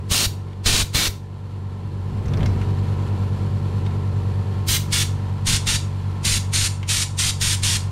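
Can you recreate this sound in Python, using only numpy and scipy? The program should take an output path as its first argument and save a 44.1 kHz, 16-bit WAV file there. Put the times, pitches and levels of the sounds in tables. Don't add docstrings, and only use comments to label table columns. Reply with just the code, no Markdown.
import sys
import numpy as np
from scipy import signal
from scipy.fft import rfft, irfft
from scipy.io import wavfile
from scipy.ndimage import map_coordinates

SR = 44100
rng = np.random.default_rng(int(sys.argv[2]) if len(sys.argv) > 2 else 0)


def output_pcm(signal):
    pcm = np.clip(np.atleast_2d(signal).T, -1, 1) * 32767
    wavfile.write(sys.argv[1], SR, np.round(pcm).astype(np.int16))


N = 348831
T = np.arange(N) / SR

BELT_HZ = 4.7525
PUMP_HZ, MOTOR_HZ = 5 * BELT_HZ, 10 * BELT_HZ
TURN_S = 2.41
# multiple of its turning rate, relative level/dB
MOTOR_TONES = [(1, -13), (2, 1.5), (3, -6.5), (4, -13.5), (5, -18), (6, -33), (7, -26.5), (8, -32),
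               (9, -26.5), (10, -24), (11, -32), (12, -27)]


def amp(db):
    return 10 ** (np.asarray(db) / 20)


def unit(x):
    return x / np.sqrt(np.mean(x ** 2) + 1e-20)


def read(points, hz):
    f, value = np.transpose(points)
    return np.interp(np.log(hz + 1), np.log(f + 1), value)


def lift(resonances, hz):
    return sum(db / (1 + (2 * (hz - f) / width) ** 2) for f, width, db in resonances)


def bins(size):
    return np.fft.rfftfreq(size, 1 / SR)


def noise(spectrum, size, extra_db=0):
    shape = amp(read(spectrum, bins(size)) + extra_db)
    return unit(irfft(rfft(rng.standard_normal(size)) * shape, size))


def drift(rate_hz, size):
    shape = np.exp(-(bins(size) / rate_hz) ** 2)
    return unit(irfft(rfft(rng.standard_normal(size)) * shape, size))


def add(mix, s, sound):
    part = mix[round(s * SR):][:len(sound)]
    part += sound[:len(part)]


def garage(x, delay_s=0.0053):
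    # f/Hz, time to fall 60 dB/s
    decay_times = [(200, 0.4), (1500, 0.27), (4000, 0.29), (8000, 0.31), (15000, 0.22)]
    hz, t, z = signal.stft(rng.standard_normal(SR * 3 // 4), SR, nperseg=256)
    decay = amp(-60 * t / read(decay_times, hz)[:, None])
    tail = signal.istft(z * decay, SR, nperseg=256)[1]
    tail *= np.arange(len(tail)) > delay_s * SR
    return signal.fftconvolve(x, tail / np.linalg.norm(tail))[:N]


def nearness(hz):
    # t/s, level/dB
    distance_levels = [(0.1, -4.5), (1.3, -7.5), (2.05, -2.5), (2.6, 3), (4.5, 1.14), (6.2, 0.66),
                       (7.0, -2.5), (7.8, 0)]
    tank_db, sink_db, sink_from_s, sink_s = 1, 8.5, 4.22, 1.94
    sunk = 1 - np.exp(-np.maximum(T - sink_from_s, 0) / sink_s)
    tank_share = np.interp(np.log(hz), np.log([100, 400, 900]), [0, 1, 0])
    machine_db = np.interp(T, *np.transpose(distance_levels))
    return amp(machine_db + tank_share * (tank_db - sink_db * sunk))


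def clatter(level_db=-49, stroke_depth=0.056, patter=0.089):
    # f/Hz, relative level per Hz/dB
    clatter_spectrum = [(15, -42), (25, -19), (43, -20), (79, -8), (107, -3.5), (215, -15.5), (274, -25),
                        (421, -20), (567, -30), (631, -29), (895, -30.5), (1530, -34.5), (4380, -43),
                        (11800, -54.5), (15500, -69)]
    # f/Hz, width/Hz, lift/dB
    shell = [(321, 42, 7.5), (394, 45, 4), (1020, 380, 4), (1346, 56, 8), (1760, 91, 4.5),
             (3020, 1600, 3.5), (4300, 540, 5), (7450, 260, 5.5), (9200, 450, 3.5)]
    hz = bins(N)
    strokes = sum(np.cos(2 * np.pi * (k * PUMP_HZ * T + rng.random())) for k in range(3, 7))
    swell = 1 + stroke_depth * strokes + patter * drift(27, N)
    z = rfft(noise(clatter_spectrum, N, lift(shell, hz)) * swell)
    z /= np.std(irfft(z * (hz > 1200), N))
    centres = [100, 400, 900]
    bands = [irfft(z * np.interp(hz, centres, row), N) * nearness(f) for f, row in zip(centres, np.eye(3))]
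    return amp(level_db) * sum(bands)


def hum(level_db=-27, waver=0.1, slip_s=.00008):
    # f/Hz, width/Hz, lift/dB
    boom = [(104.5, 5.7, 11.5), (199.6, 7.1, 16.5)]
    throb_db, throb_follow = -18.5, 0.41
    limp_db = -10
    belt_mark_s = 2.917
    t = T - belt_mark_s + slip_s * drift(2.8, N)
    throb = amp(throb_db) * nearness(400) ** throb_follow
    out = np.zeros(N)
    for multiple, db in MOTOR_TONES:
        hz, start = np.round(multiple) * MOTOR_HZ, rng.random()
        tone = np.cos(2 * np.pi * (hz * t + start))
        for step, share in [(-2, -1), (2, 1), (3, amp(limp_db))]:
            side_hz = hz + step * BELT_HZ
            side_tone = np.cos(2 * np.pi * (side_hz * t + start))
            tone += share * throb * amp(lift(boom, side_hz)) * side_tone
        out += amp(level_db + db) * nearness(hz) * (1 + waver * drift(5.6, N)) * tone
    return np.sqrt(2) * out


def buzz(level_db=0, flutter=0.34, slip_s=.00008, count=60):
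    # f/Hz, level/dB
    buzz_levels = [(70, -69), (120, -45.5), (240, -70), (320, -58), (450, -60), (590, -73), (720, -63),
                   (1020, -58.5), (1130, -74), (1340, -71.5), (2000, -72)]
    # f/Hz, width/Hz, lift/dB
    casing = [(309, 12, 6), (760, 12, 4.5), (903, 12, 2.5), (974, 12, 4.5), (1069, 8.8, 10)]
    t = T + slip_s * drift(1.8, N)
    flutters = [drift(4.9, N) for _ in range(7)]
    out = np.zeros(N)
    for k in range(3, count):
        if k % 2 or k > 2 * len(MOTOR_TONES):
            hz = k * PUMP_HZ
            tone = np.cos(2 * np.pi * (hz * t + rng.random()))
            wobble = 1 + flutter * flutters[k % len(flutters)]
            out += amp(read(buzz_levels, hz) + lift(casing, hz)) * nearness(hz) * wobble * tone
    return np.sqrt(2) * amp(level_db) * out


def handling(click_db=-7, tick_s=0.0061, ring_db=13, ring_width=0.19):
    # t/s, relative level/dB, ring f/Hz
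    click_events = [(0.531, -39, 3640), (2.258, -35, 6500), (2.283, -33, 6000), (2.336, -23.5, 3600),
                    (2.372, -29, 5000), (2.407, -27.5, 3200), (2.43, -23.5, 3420), (2.458, -21, 2100),
                    (2.46, -21.5, 5260), (2.615, -26, 2800), (3.863, -29.5, 3750), (6.83, -22.5, 2920)]
    # f/Hz, width/Hz, lift/dB
    housing = [(2120, 350, 8), (3800, 460, 0), (5600, 700, 1.5)]
    # f/Hz, relative level per Hz/dB
    rumble_spectrum = [(12, -14), (35, 7), (70, 8.5), (125, 9), (190, 2), (280, -8), (450, -12),
                       (800, -19.5), (2000, -31), (6000, -55)]
    clicks, size = np.zeros(N), 4096
    t, hz = np.arange(size) / SR, bins(size)
    tick_spectrum = [(400, -4), (1500, 10.5), (6000, -2.0), (9000, -7.5), (15000, -31)]
    for s, db, ring_hz in click_events:
        ring = ring_db / (1 + ((hz / ring_hz - 1) / ring_width) ** 2)
        tick = noise(tick_spectrum, size, ring + lift(housing, hz))
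        add(clicks, s, amp(db + click_db) * tick * np.exp(-t / tick_s))
    peak_db, rise_db_per_s, fall_db_per_s = -18.5, 49, 47
    swell_db = peak_db - np.maximum(rise_db_per_s * (TURN_S - T), fall_db_per_s * (T - TURN_S))
    return clicks, amp(swell_db) * noise(rumble_spectrum, N)


def valve(t, length, open_s, close_s):
    return (1 + np.tanh(t / open_s)) * (1 + np.tanh((length - t) / close_s)) / 4


def bounce(x, echo=0.13, sweep_s=0.00018, longest_s=.005, count=5):
    n = np.arange(len(x))
    out = x.copy()
    for delay, speed in zip(rng.uniform(0.000376, longest_s, count), rng.standard_normal(count)):
        at = n - SR * (delay + sweep_s * speed * n / len(x))
        out += echo * map_coordinates(x, [at], order=3, mode="wrap")
    return unit(out)


def air_gun(fizz_db=0, draught_db=-2, push_db=20.5, kick=0.77, kick_s=0.02, push_s=0.003, flicker=0.082):
    # trigger pulled t/s, released t/s, hiss level/dB, brightness/dB per threefold f,
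    # relative draught level on the microphone/dB, relative fizz level/dB
    blasts = [(0.111, 0.263, -20, 5, -40, -30.5), (0.659, 0.829, -19.5, 2.2, -20.5, -34.5),
              (0.947, 1.081, -20.5, 1, -31, -31.5), (4.683, 4.775, -21.7, 4.5, -26, -27.5),
              (4.924, 5.035, -22, 4, -33, -38), (5.468, 5.574, -21, 4, -23.5, -65),
              (5.67, 5.769, -22, 2.5, -26.5, -64), (6.248, 6.382, -21.7, 5.5, -26.5, -47),
              (6.535, 6.678, -22, 5, -30, -64), (6.89, 7.04, -22, 5, -34, -60),
              (7.186, 7.309, -22, 5.5, -32, -60), (7.412, 7.553, -22, 5, -29.5, -46),
              (7.633, 7.772, -22, 5.5, -30.5, -61)]
    # f/Hz, relative level per Hz/dB
    jet_spectrum = [(300, -18), (700, -17), (1200, -7), (2200, -1), (3500, 1.5), (5000, -2), (7200, -4),
                    (7900, -8), (8700, -4), (10200, -12), (12200, -19), (13200, -25.5), (15500, -53)]
    # f/Hz, width/Hz, lift/dB
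    jet_core = [(4300, 1100, 2.5)]
    # f/Hz, relative level per Hz/dB
    fizz_spectrum = [(7000, -21), (10500, -9), (12400, 2.5), (14000, -4), (15700, -3)]
    # f/Hz, relative level per Hz/dB
    rush_spectrum = [(40, -32), (150, 4.5), (300, 1), (550, -4), (1200, -4), (3000, -36), (8000, -47)]
    # f/Hz, relative level per Hz/dB
    draught_spectrum = [(10, 2), (28, -4), (55, 1.5), (120, -7), (200, -8.5), (350, -24.5), (1000, -40)]
    rush_close_db, rush_far_db = -32.5, -55
    hiss, fizz, wind = np.zeros((3, N))
    size, lead = 16384, .04
    t, hz = np.arange(size) / SR - lead, bins(size)
    slope = np.clip(np.log(np.maximum(hz, 1) / 4500) / np.log(3), -.7, .6)
    for start, end, db, bright_db, draught, top in blasts:
        close, length = start < TURN_S, end - start
        rush = rush_close_db if close else rush_far_db
        flow = valve(t, length, open_s=0.012, close_s=0.0061)
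        surge = 1 + kick * np.exp(-np.maximum(t, 0) / kick_s) * (t > 0)
        flow *= surge * (1 + flicker * drift(89, size))
        colour_db = bright_db * slope + close * lift(jet_core, hz)
        add(hiss, start - lead, amp(db) * flow * bounce(noise(jet_spectrum, size, colour_db)))
        add(hiss, start - lead, amp(rush) * flow * noise(rush_spectrum, size))
        add(fizz, start - lead, amp(top + fizz_db) * flow * bounce(noise(fizz_spectrum, size)))
        opens, shuts = (t - .007) / push_s, (t - length - .008) / (1.5 * push_s)
        push = 2 * opens * np.exp(-opens ** 2) - shuts * np.exp(-shuts ** 2)
        draught_air = amp(draught + draught_db) * flow * noise(draught_spectrum, size)
        add(wind, start - lead, draught_air + amp(rush + push_db) * push)
    return hiss, fizz, wind


def scene(fizz_left_db=-8, fizz_right_db=2, fizz_room_db=-7):
    room_close_db, room_far_db = -13.5, -9
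    hiss, fizz, wind = air_gun()
    clicks, rumble = handling()
    room = garage(amp(np.where(T < TURN_S, room_close_db, room_far_db)) * (hiss + clicks))
    centre = hum() + buzz() + clatter() + hiss + wind + clicks + rumble + room
    centre += amp(fizz_room_db) * garage(fizz)
    return np.array([centre + amp(db) * fizz for db in (fizz_left_db, fizz_right_db)])


def record(dry):
    edge_hz = 15750
    low_pass = signal.firwin(601, edge_hz, window=("kaiser", 9), fs=SR)
    return signal.oaconvolve(dry, low_pass[None], "same", axes=1)


dry = scene()
out = record(dry)
output_pcm(out)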